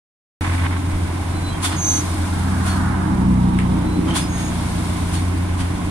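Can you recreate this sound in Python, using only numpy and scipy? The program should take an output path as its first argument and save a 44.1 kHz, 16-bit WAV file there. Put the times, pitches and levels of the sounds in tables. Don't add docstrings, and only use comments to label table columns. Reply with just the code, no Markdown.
import sys
import numpy as np
from scipy import signal
from scipy.fft import rfft, irfft
from scipy.io import wavfile
from scipy.ndimage import uniform_filter1d

SR = 44100
rng = np.random.default_rng(int(sys.argv[2]) if len(sys.argv) > 2 else 0)


def store_wav(level_fs):
    pcm = np.round(np.clip(np.atleast_2d(level_fs), -1, 1) * 32767)
    wavfile.write(sys.argv[1], SR, pcm.T.astype(np.int16))


N = 260190
T = np.arange(N) / SR
HZ = np.fft.rfftfreq(N, 1 / SR)


def amp(db):
    return 10 ** (np.asarray(db) / 20)


def unit(x):
    return x / np.sqrt(np.mean(x ** 2) + 1e-20)


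def curve(points, hz=HZ):
    freq_hz, value = np.transpose(points)
    return np.interp(np.log(hz + 1), np.log(freq_hz + 1), value)


def bump(peak_s, half_width_s):
    return np.exp(-((T - peak_s) / half_width_s) ** 2)


def ramp(start_s, length_s):
    return np.clip((T - start_s) / length_s, 0, 1)


def wander(cutoff_hz):
    return unit(irfft(rfft(rng.standard_normal(N)) / (1 + (HZ / cutoff_hz) ** 4), N))


# freq_hz, correlation
MIC_CORRELATION = [(60, 0.89), (130, 1), (300, 1), (350, 0.063), (410, 0.27), (500, 0.75), (680, 0.48),
                   (1450, 0.32), (1800, -0.054), (2600, -0.28), (3500, 0.22), (4400, -0.2), (6000, -0.082),
                   (15000, 0.061)]
# freq_hz, left_minus_right_db
MIC_BALANCE = [(200, -0.5), (400, -1), (1350, -3), (1700, -4), (2200, -2), (4000, -1), (5200, 1.5),
               (8500, 2.5), (10300, 8), (12000, 2.5), (15000, 0)]
def noise(spectrum, tilt_db_per_oct=0):
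    a, b = rng.standard_normal((2, len(HZ))) + 1j * rng.standard_normal((2, len(HZ)))
    correlation = curve(MIC_CORRELATION)
    mid, side = a * np.sqrt(1 + correlation), b * np.sqrt(1 - correlation)
    colour = amp(curve(spectrum) + tilt_db_per_oct * np.log2(HZ / 1000 + 1))
    lean = amp(curve(MIC_BALANCE) / 2)
    return unit(irfft(np.array([(mid + side) * lean, (mid - side) / lean]) * colour, N))


def harmonics(firing_hz, orders, flutter):
    phase = 2 * np.pi * np.cumsum(firing_hz) / SR
    out = np.zeros(N)
    for order, db in orders:
        strength = amp(db) * (1 + flutter * wander(19))
        out += strength * np.sin(order * phase + 2 * np.pi * rng.random())
    return np.sqrt(2) * out


# centre_hz, width_hz, gain_db
FRAME_MODES = [(480, 40, 9.5), (1053, 166, 5), (1510, 120, 2), (2230, 500, 0.5), (3300, 120, 2),
               (3840, 180, -1), (7860, 300, -2), (9500, 400, 0.5)]
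def steel_frame(x, ripple_db=1.53):
    broad_db = sum(db / (1 + (2 * (HZ - hz) / width_hz) ** 2) for hz, width_hz, db in FRAME_MODES)
    ripple = unit(uniform_filter1d(uniform_filter1d(rng.standard_normal(len(HZ)), 260), 130))
    narrow_db = ripple_db * ripple * HZ / (HZ + 900)
    return unit(irfft(rfft(x) * amp(broad_db + narrow_db), N))


# firing_multiple, level_db
DIESEL_HARMONICS = [(.5, -47), (1, 0), (1.5, -19.5), (2, -18.5), (3, -17.5), (3.5, -18.5)]
# peak_s, half_width_s, change_db, change_hz
DIESEL_LOADS = [(.58, .3, 5.5, 0.15), (1.58, 0.1373, -5, 3), (2.65, 0.43, 4.5, -0.6), (3.8, .4, 2, 1.5),
                (4.4, 0.59, -4.5, -0.5), (5.3, 0.24, 3.5, 0.3), (5.85, 0.16, -3, 1)]
# freq_hz, density_db
RUMBLE_SPECTRUM = [(15, -34), (24, -2), (33, -23), (40, -1), (55, -20), (75, -2.5), (100, -12), (125, -9),
                   (170, -10), (230, -16.5), (400, -28.5), (3000, -100)]
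# freq_hz, density_db
PANEL_SPECTRUM = [(90, -51), (150, -2.5), (215, -6.5), (265, 1), (305, 3.5), (350, -5), (420, -19.5),
                  (520, -13.5), (900, -52), (4000, -100)]
# peak_s, half_width_s, rise_db
PANEL_SWELLS = [(1.47, 0.048, 4.5), (2.03, 0.035, 4), (3.2, 0.21, 9.5), (3.73, 0.079, 6.5),
                (4.03, 0.22, 10.5)]
def diesel(base_hz=88.2):
    firing_hz = base_hz + sum(hz * bump(s, width_s) for s, width_s, _, hz in DIESEL_LOADS)
    load_db = sum(db * bump(s, width_s) for s, width_s, db, _ in DIESEL_LOADS)
    note = amp(-23.5 + load_db) * harmonics(firing_hz, DIESEL_HARMONICS, flutter=0.12)
    throb = 1 + 0.29 * np.sin(2 * np.pi * np.cumsum(firing_hz) / SR)
    swell_db = sum(db * bump(s, width_s) for s, width_s, db in PANEL_SWELLS)
    drone_db = -31 + 0.94 * wander(2.8) + swell_db
    rumble = amp(-28.5) * noise(RUMBLE_SPECTRUM)
    return note + rumble + amp(drone_db) * throb * noise(PANEL_SPECTRUM)


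# start_s, length_s, surge_db
WORK_CYCLES = [(-.5, 1.06, 5), (1.653, 1.11, 7.5), (4.165, 1.02, -1.5)]
def effort_db(hold_db=4, delay_s=0.075, rise_s=0.24, settle_s=0.097, release_s=0.19):
    total_db = np.zeros(N)
    for start_s, length_s, surge_db in WORK_CYCLES:
        onset_s = start_s + delay_s
        settling = np.exp(-np.maximum(T - onset_s - rise_s, 0) / settle_s)
        gate = ramp(onset_s, rise_s) * (1 - ramp(start_s + length_s, release_s))
        total_db += (hold_db + surge_db * settling) * gate
    return total_db


# freq_hz, density_db
ROAR_SPECTRUM = [(220, -45), (380, 5), (500, -9), (640, -0.5), (850, 1), (1070, -3.5), (1500, -4),
                 (1750, -9), (2110, -5.5), (2700, -9.5), (3740, -18), (5000, -53), (6500, -59),
                 (11000, -96)]
def roar(effort_share=0.29):
    level_db = -32.5 + effort_share * effort_db() + 0.21 * wander(47)
    return amp(level_db) * steel_frame(noise(ROAR_SPECTRUM, tilt_db_per_oct=-0.3))


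# freq_hz, density_db
HISS_SPECTRUM = [(1760, -43), (3000, -6), (3720, 1), (4400, -0.5), (6200, -4), (7200, -4), (8000, -1),
                 (8500, 0.5), (8900, -1), (10200, -2.5), (11000, -8.5), (12200, -14), (14000, -20.5),
                 (15700, -29)]
def hiss(idle_db=-40.5):
    level_db = idle_db + effort_db() + 0.6 * wander(40)
    return amp(level_db) * steel_frame(noise(HISS_SPECTRUM, tilt_db_per_oct=0.4))


def sliding_gain(strokes, edge_s, idle_db):
    gain = sum(amp(db) * ramp(start_s, edge_s) * (1 - ramp(start_s + length_s - edge_s, edge_s))
               for start_s, length_s, db in strokes)
    return np.hypot(amp(idle_db), gain)


# start_s, length_s, level_db
SCRAPE_STROKES = [(.38, 0.301, -29.5), (.695, 0.091, -31), (4.3, .3, -54)]
# freq_hz, density_db
SCRAPE_SPECTRUM = [(300, -36), (900, -4), (1400, -8), (1900, -4.5), (2200, -4.5), (2700, -14), (3600, -16),
                   (5000, -30), (12000, -60)]
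def scrapes():
    gain = sliding_gain(SCRAPE_STROKES, edge_s=0.015, idle_db=-42)
    grit = amp(2 * wander(70))
    return gain * grit * steel_frame(noise(SCRAPE_SPECTRUM))


# start_s, length_s, level_db
WIND_GUSTS = [(.83, .17, -29), (4.95, 0.28, -36), (5.5, 0.18, -31)]
def wind():
    swell = sum(amp(db) * np.sin(np.pi * ramp(s, length_s)) for s, length_s, db in WIND_GUSTS)
    return swell * noise([(12, -26), (23, -11), (35, 11), (48, -5), (90, -5), (250, -45), (2000, -100)])


# start_s, level_db, t60_s
KNOCK_BLOWS = [(0.916, -31, 0.026), (3.5874, -18, 0.036), (3.598, -27.5, .13), (5.196, -29, 0.022)]
# freq_hz, density_db
KNOCK_SPECTRUM = [(300, -20), (900, -20), (1500, 1), (2300, 7), (3100, -3), (6000, -20), (9500, -7),
                  (12000, -38), (15000, -58)]
# start_s, pitch_hz, level_db, t60_s
RINGING_PARTS = [(3.588, 1290, -33, .15), (3.588, 2110, -42, 0.13), (3.588, 2240, -38, 0.12),
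                 (5.605, 3110, -36, 0.15), (5.606, 4800, -38, 0.12), (5.604, 9720, -39.5, .14)]
def knocks():
    blows = sum(amp(db - 60 * np.maximum(T - s, 0) / t60_s) * (T >= s) for s, db, t60_s in KNOCK_BLOWS)
    out = blows * noise(KNOCK_SPECTRUM)
    for start_s, pitch_hz, db, t60_s in RINGING_PARTS:
        age_s = np.maximum(T - start_s, 0)
        decay = amp(db - 60 * age_s / t60_s) * (T >= start_s)
        out += decay * np.sin(2 * np.pi * (pitch_hz * age_s + rng.random((2, 1))))
    return out


# start_s, length_s, pitch_hz, glide_hz, level_db, roughness
STEEL_SQUEALS = [(1.309, 0.11, 4080, -6, -45, 0.54), (1.417, .12, 4026, -23, -37, 0.15),
                 (1.486, 0.1, 3250, -46, -43.5, 0.1), (1.755, .093, 6570, -50, -30.5, .25),
                 (1.787, .235, 6275, -4, -20.5, .07), (1.95, .13, 6560, 0, -45, .6),
                 (2.666, 0.11, 4340, -10, -40, .65), (3.817, 0.21, 4010, 43, -44.5, 0.45),
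                 (4.076, 0.073, 3130, 8, -30, 0.88), (4.274, 0.17, 6590, -110, -36.5, 0.4),
                 (4.32, 0.11, 1846, 13, -40, 0.4), (4.415, 0.093, 6570, 124, -36, 0.8),
                 (5.146, 0.076, 4320, -1, -43, 0.5)]
def squeals(tones=STEEL_SQUEALS):
    out = np.zeros((2, N))
    jitter, flutter_db = wander(95), wander(49.25)
    chatter = (wander(78) + 1j * wander(69)) / np.sqrt(2)
    for start_s, length_s, pitch_hz, glide_hz, db, roughness in tones:
        span = slice(round(start_s * SR), round((start_s + length_s) * SR))
        progress = np.linspace(0, 1, span.stop - span.start, endpoint=False)
        hz = (pitch_hz + glide_hz * progress) * (1 + 0.0023 * roughness * jitter[span])
        right_shift_rad = np.arccos(curve(MIC_CORRELATION, pitch_hz))
        tone = np.exp(2j * np.pi * np.cumsum(hz) / SR + 1j * np.array([[0], [right_shift_rad]]))
        overtone_db = -15.5 - 15.5 * max(np.log2(pitch_hz / 4000), 0)
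        overtone = amp(overtone_db) * tone * tone[0]
        contact = np.sqrt(1 - roughness ** 2) + roughness * chatter[span]
        swell = np.sqrt(2) * np.sin(np.pi * progress) * amp(db + flutter_db[span])
        out[:, span] += swell * (contact * (tone + overtone)).real
    return out * amp([[-1], [2.5]])


# peak_s, level_db, rise_s, t60_s, tilt_db_per_oct
GEAR_CRASHES = [(1.653, -19, 0.033, 0.21, -3), (1.73, -25, 0.029, 0.27, -9), (2.68, -26, 0.037, 0.35, -3),
                (4.105, -29, 0.05, 0.58, -10), (4.166, -18, 0.023, 0.26, -3), (4.41, -33.5, 0.09, 0.3, -3),
                (5.149, -28, 0.033, 0.2, -3), (5.612, -30, 0.034, 0.11, -5.5)]
# freq_hz, density_db
CRASH_SPECTRUM = [(290, -40), (500, -17), (840, -5), (1500, -4.5), (2600, -4.5), (3300, -1.5), (4500, -3),
                  (5500, -5.5), (7500, -3), (9000, 3), (10500, -2), (12300, -20), (14200, -13),
                  (15700, -23)]
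def crashes():
    out = np.zeros((2, N))
    for peak_s, db, rise_s, t60_s, tilt_db_per_oct in GEAR_CRASHES:
        age_s = T - peak_s
        shape_db = np.where(age_s < 0, -15 * (age_s / rise_s) ** 2, -60 * age_s / t60_s)
        out += amp(db + shape_db) * noise(CRASH_SPECTRUM, tilt_db_per_oct)
    out *= amp(0.7 * wander(230))
    return steel_frame(out) * out.std()


# offset_s, pitch_hz, relative_db, roughness
CRASH_MODES = [(-.035, 3290, -16, .95), (-.025, 3490, -15.5, .85), (.03, 5120, -25, .7), (0, 9060, -24, .6)]
def singing_gear(hard_crash_db=-23, length_s=0.082):
    return squeals([(peak_s + offset_s, length_s, pitch_hz, 0, crash_db + relative_db, roughness)
                    for peak_s, crash_db, *_ in GEAR_CRASHES if crash_db > hard_crash_db
                    for offset_s, pitch_hz, relative_db, roughness in CRASH_MODES])


# time_s, exhaust_db
THROTTLE_CURVE = [(2.2, -10), (2.43, .5), (2.85, 0), (3.02, -3), (3.33, 3), (3.62, -2.5), (4.3, -4),
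                  (4.65, -1)]
# firing_multiple, level_db
EXHAUST_HARMONICS = [(2, -7.5), (2.5, -13), (3, -1.5), (3.5, -13.5), (4, -8.5), (5, -18.5)]
# freq_hz, density_db
RASP_SPECTRUM = [(50, -12), (110, -23), (155, -7), (215, -12.5), (330, -17.5), (480, -22.5), (900, -70),
                 (4000, -100)]
def exhaust(firing_hz, nearness, ahead):
    throttle_db = np.interp(T, *np.transpose(THROTTLE_CURVE))
    note = amp(-13.5 + throttle_db) * harmonics(firing_hz, EXHAUST_HARMONICS, flutter=0.14)
    boom_db = -19.5 + 1.03 * throttle_db - 7 * ahead ** 6
    boom = amp(boom_db) * harmonics(firing_hz, [(1, 0)], flutter=0.14)
    rasp = amp(-22) * noise(RASP_SPECTRUM)
    return note * nearness ** 1.05 + boom * nearness ** 0.96 + rasp * nearness ** 1.5


# freq_hz, density_db
TYRE_SPECTRUM = [(100, -40), (300, -18), (520, -20), (750, -5), (920, -1), (1300, -12), (1700, -22),
                 (2500, -34), (5000, -54), (12000, -74)]
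# freq_hz, density_db
HORN_SPECTRUM = [(400, -33), (800, -21), (1150, -0.5), (1500, 0.5), (1900, -7), (2600, -28), (5000, -58),
                 (12000, -68)]
# position_m, half_width_m, gain_db
TREAD_BEAMS = [(-9.5, 8.6, 15), (4.5, 2.6, 7.5)]
def tyres(along_m, nearness, ahead, echo_lag_s, echo_gain=0.37):
    direct = noise(TYRE_SPECTRUM) + amp(2) * ahead ** 3 * noise(HORN_SPECTRUM)
    echo = np.array([np.interp(T - echo_lag_s, T, channel) for channel in direct])
    combed = unit(direct + echo_gain * echo)
    side = (combed[0] - combed[1]) * nearness ** 4 * np.array([[0.6], [-0.6]])
    lean = amp(nearness ** 2 * np.array([[-2.5], [2.5]]))
    beam_db = sum(db * np.exp(-((along_m - position_m) / width_m) ** 2)
                  for position_m, width_m, db in TREAD_BEAMS)
    return amp(-35.5 + beam_db) * nearness ** 0.92 * (combed + side) * lean


def vehicle(nearest_s=3.48, speed_m_s=13.6, distance_m=4.35, firing_hz=61.24, echo_offset_m=2.18):
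    sound_m_s = 343
    along_m = speed_m_s * (T - nearest_s)
    range_m = np.hypot(along_m, distance_m)
    nearness = distance_m / range_m
    receding = along_m / range_m
    ahead = np.maximum(-receding, 0)
    heard_hz = firing_hz / (1 + receding * speed_m_s / sound_m_s)
    echo_lag_s = (np.hypot(along_m, distance_m + echo_offset_m) - range_m) / sound_m_s
    return exhaust(heard_hz, nearness, ahead) + tyres(along_m, nearness, ahead, echo_lag_s)


# start_s, length_s, level_db
RUB_STROKES = [(3.4, 0.48, -48), (4.33, .92, -49.5)]
# freq_hz, density_db
RUB_SPECTRUM = [(800, -50), (2400, -49), (3000, 1), (3400, 1), (3750, -3), (4100, -3), (4800, -39),
                (12000, -55)]
def rubs():
    gain = sliding_gain(RUB_STROKES, edge_s=0.044, idle_db=-68.5)
    return gain * amp(2.7 * wander(60)) * noise(RUB_SPECTRUM)


def outdoors(x, t60_s, wet_db):
    t = T[:SR // 2]
    tail = rng.standard_normal((2, len(t))) * amp(-60 * t / t60_s) * (t > 0.008)
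    wet = signal.fftconvolve(x, tail / np.linalg.norm(tail[0]), axes=1)[:, :N]
    return x + amp(wet_db) * wet


# freq_hz, lag_rad
LEFT_PORT_LAG = [(25, 0), (130, 0.11), (260, 0.84), (340, 0.42), (410, 3), (500, 4), (600, 6), (1500, 6)]
def mic_ports(x):
    shift = np.exp(0.5j * curve(LEFT_PORT_LAG) * np.array([[-1], [1]]))
    return irfft(rfft(x) * shift, N)


def scene():
    machine = diesel() + roar() + hiss() + scrapes() + rubs()
    impacts = outdoors(knocks() + crashes(), t60_s=0.16, wet_db=-9.5)
    singing = outdoors(squeals() + singing_gear(), t60_s=0.22, wet_db=-10)
    return mic_ports(machine + impacts + singing + wind() + vehicle())


def record(dry, threshold_db=-20.5, duck_share=0.38, window_s=0.43, start_s=0.4095, cutoff_hz=15750):
    power = uniform_filter1d((dry ** 2).mean(0), int(window_s * SR))
    over_db = np.maximum(10 * np.log10(np.abs(power) + 1e-12) - threshold_db, 0)
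    ducked = dry * amp(-duck_share * over_db)
    lowpass = signal.firwin(511, cutoff_hz, window=("kaiser", 9), fs=SR)
    return signal.oaconvolve(ducked * (T >= start_s), lowpass[None], "same")


dry = scene()
out = record(dry)
store_wav(out)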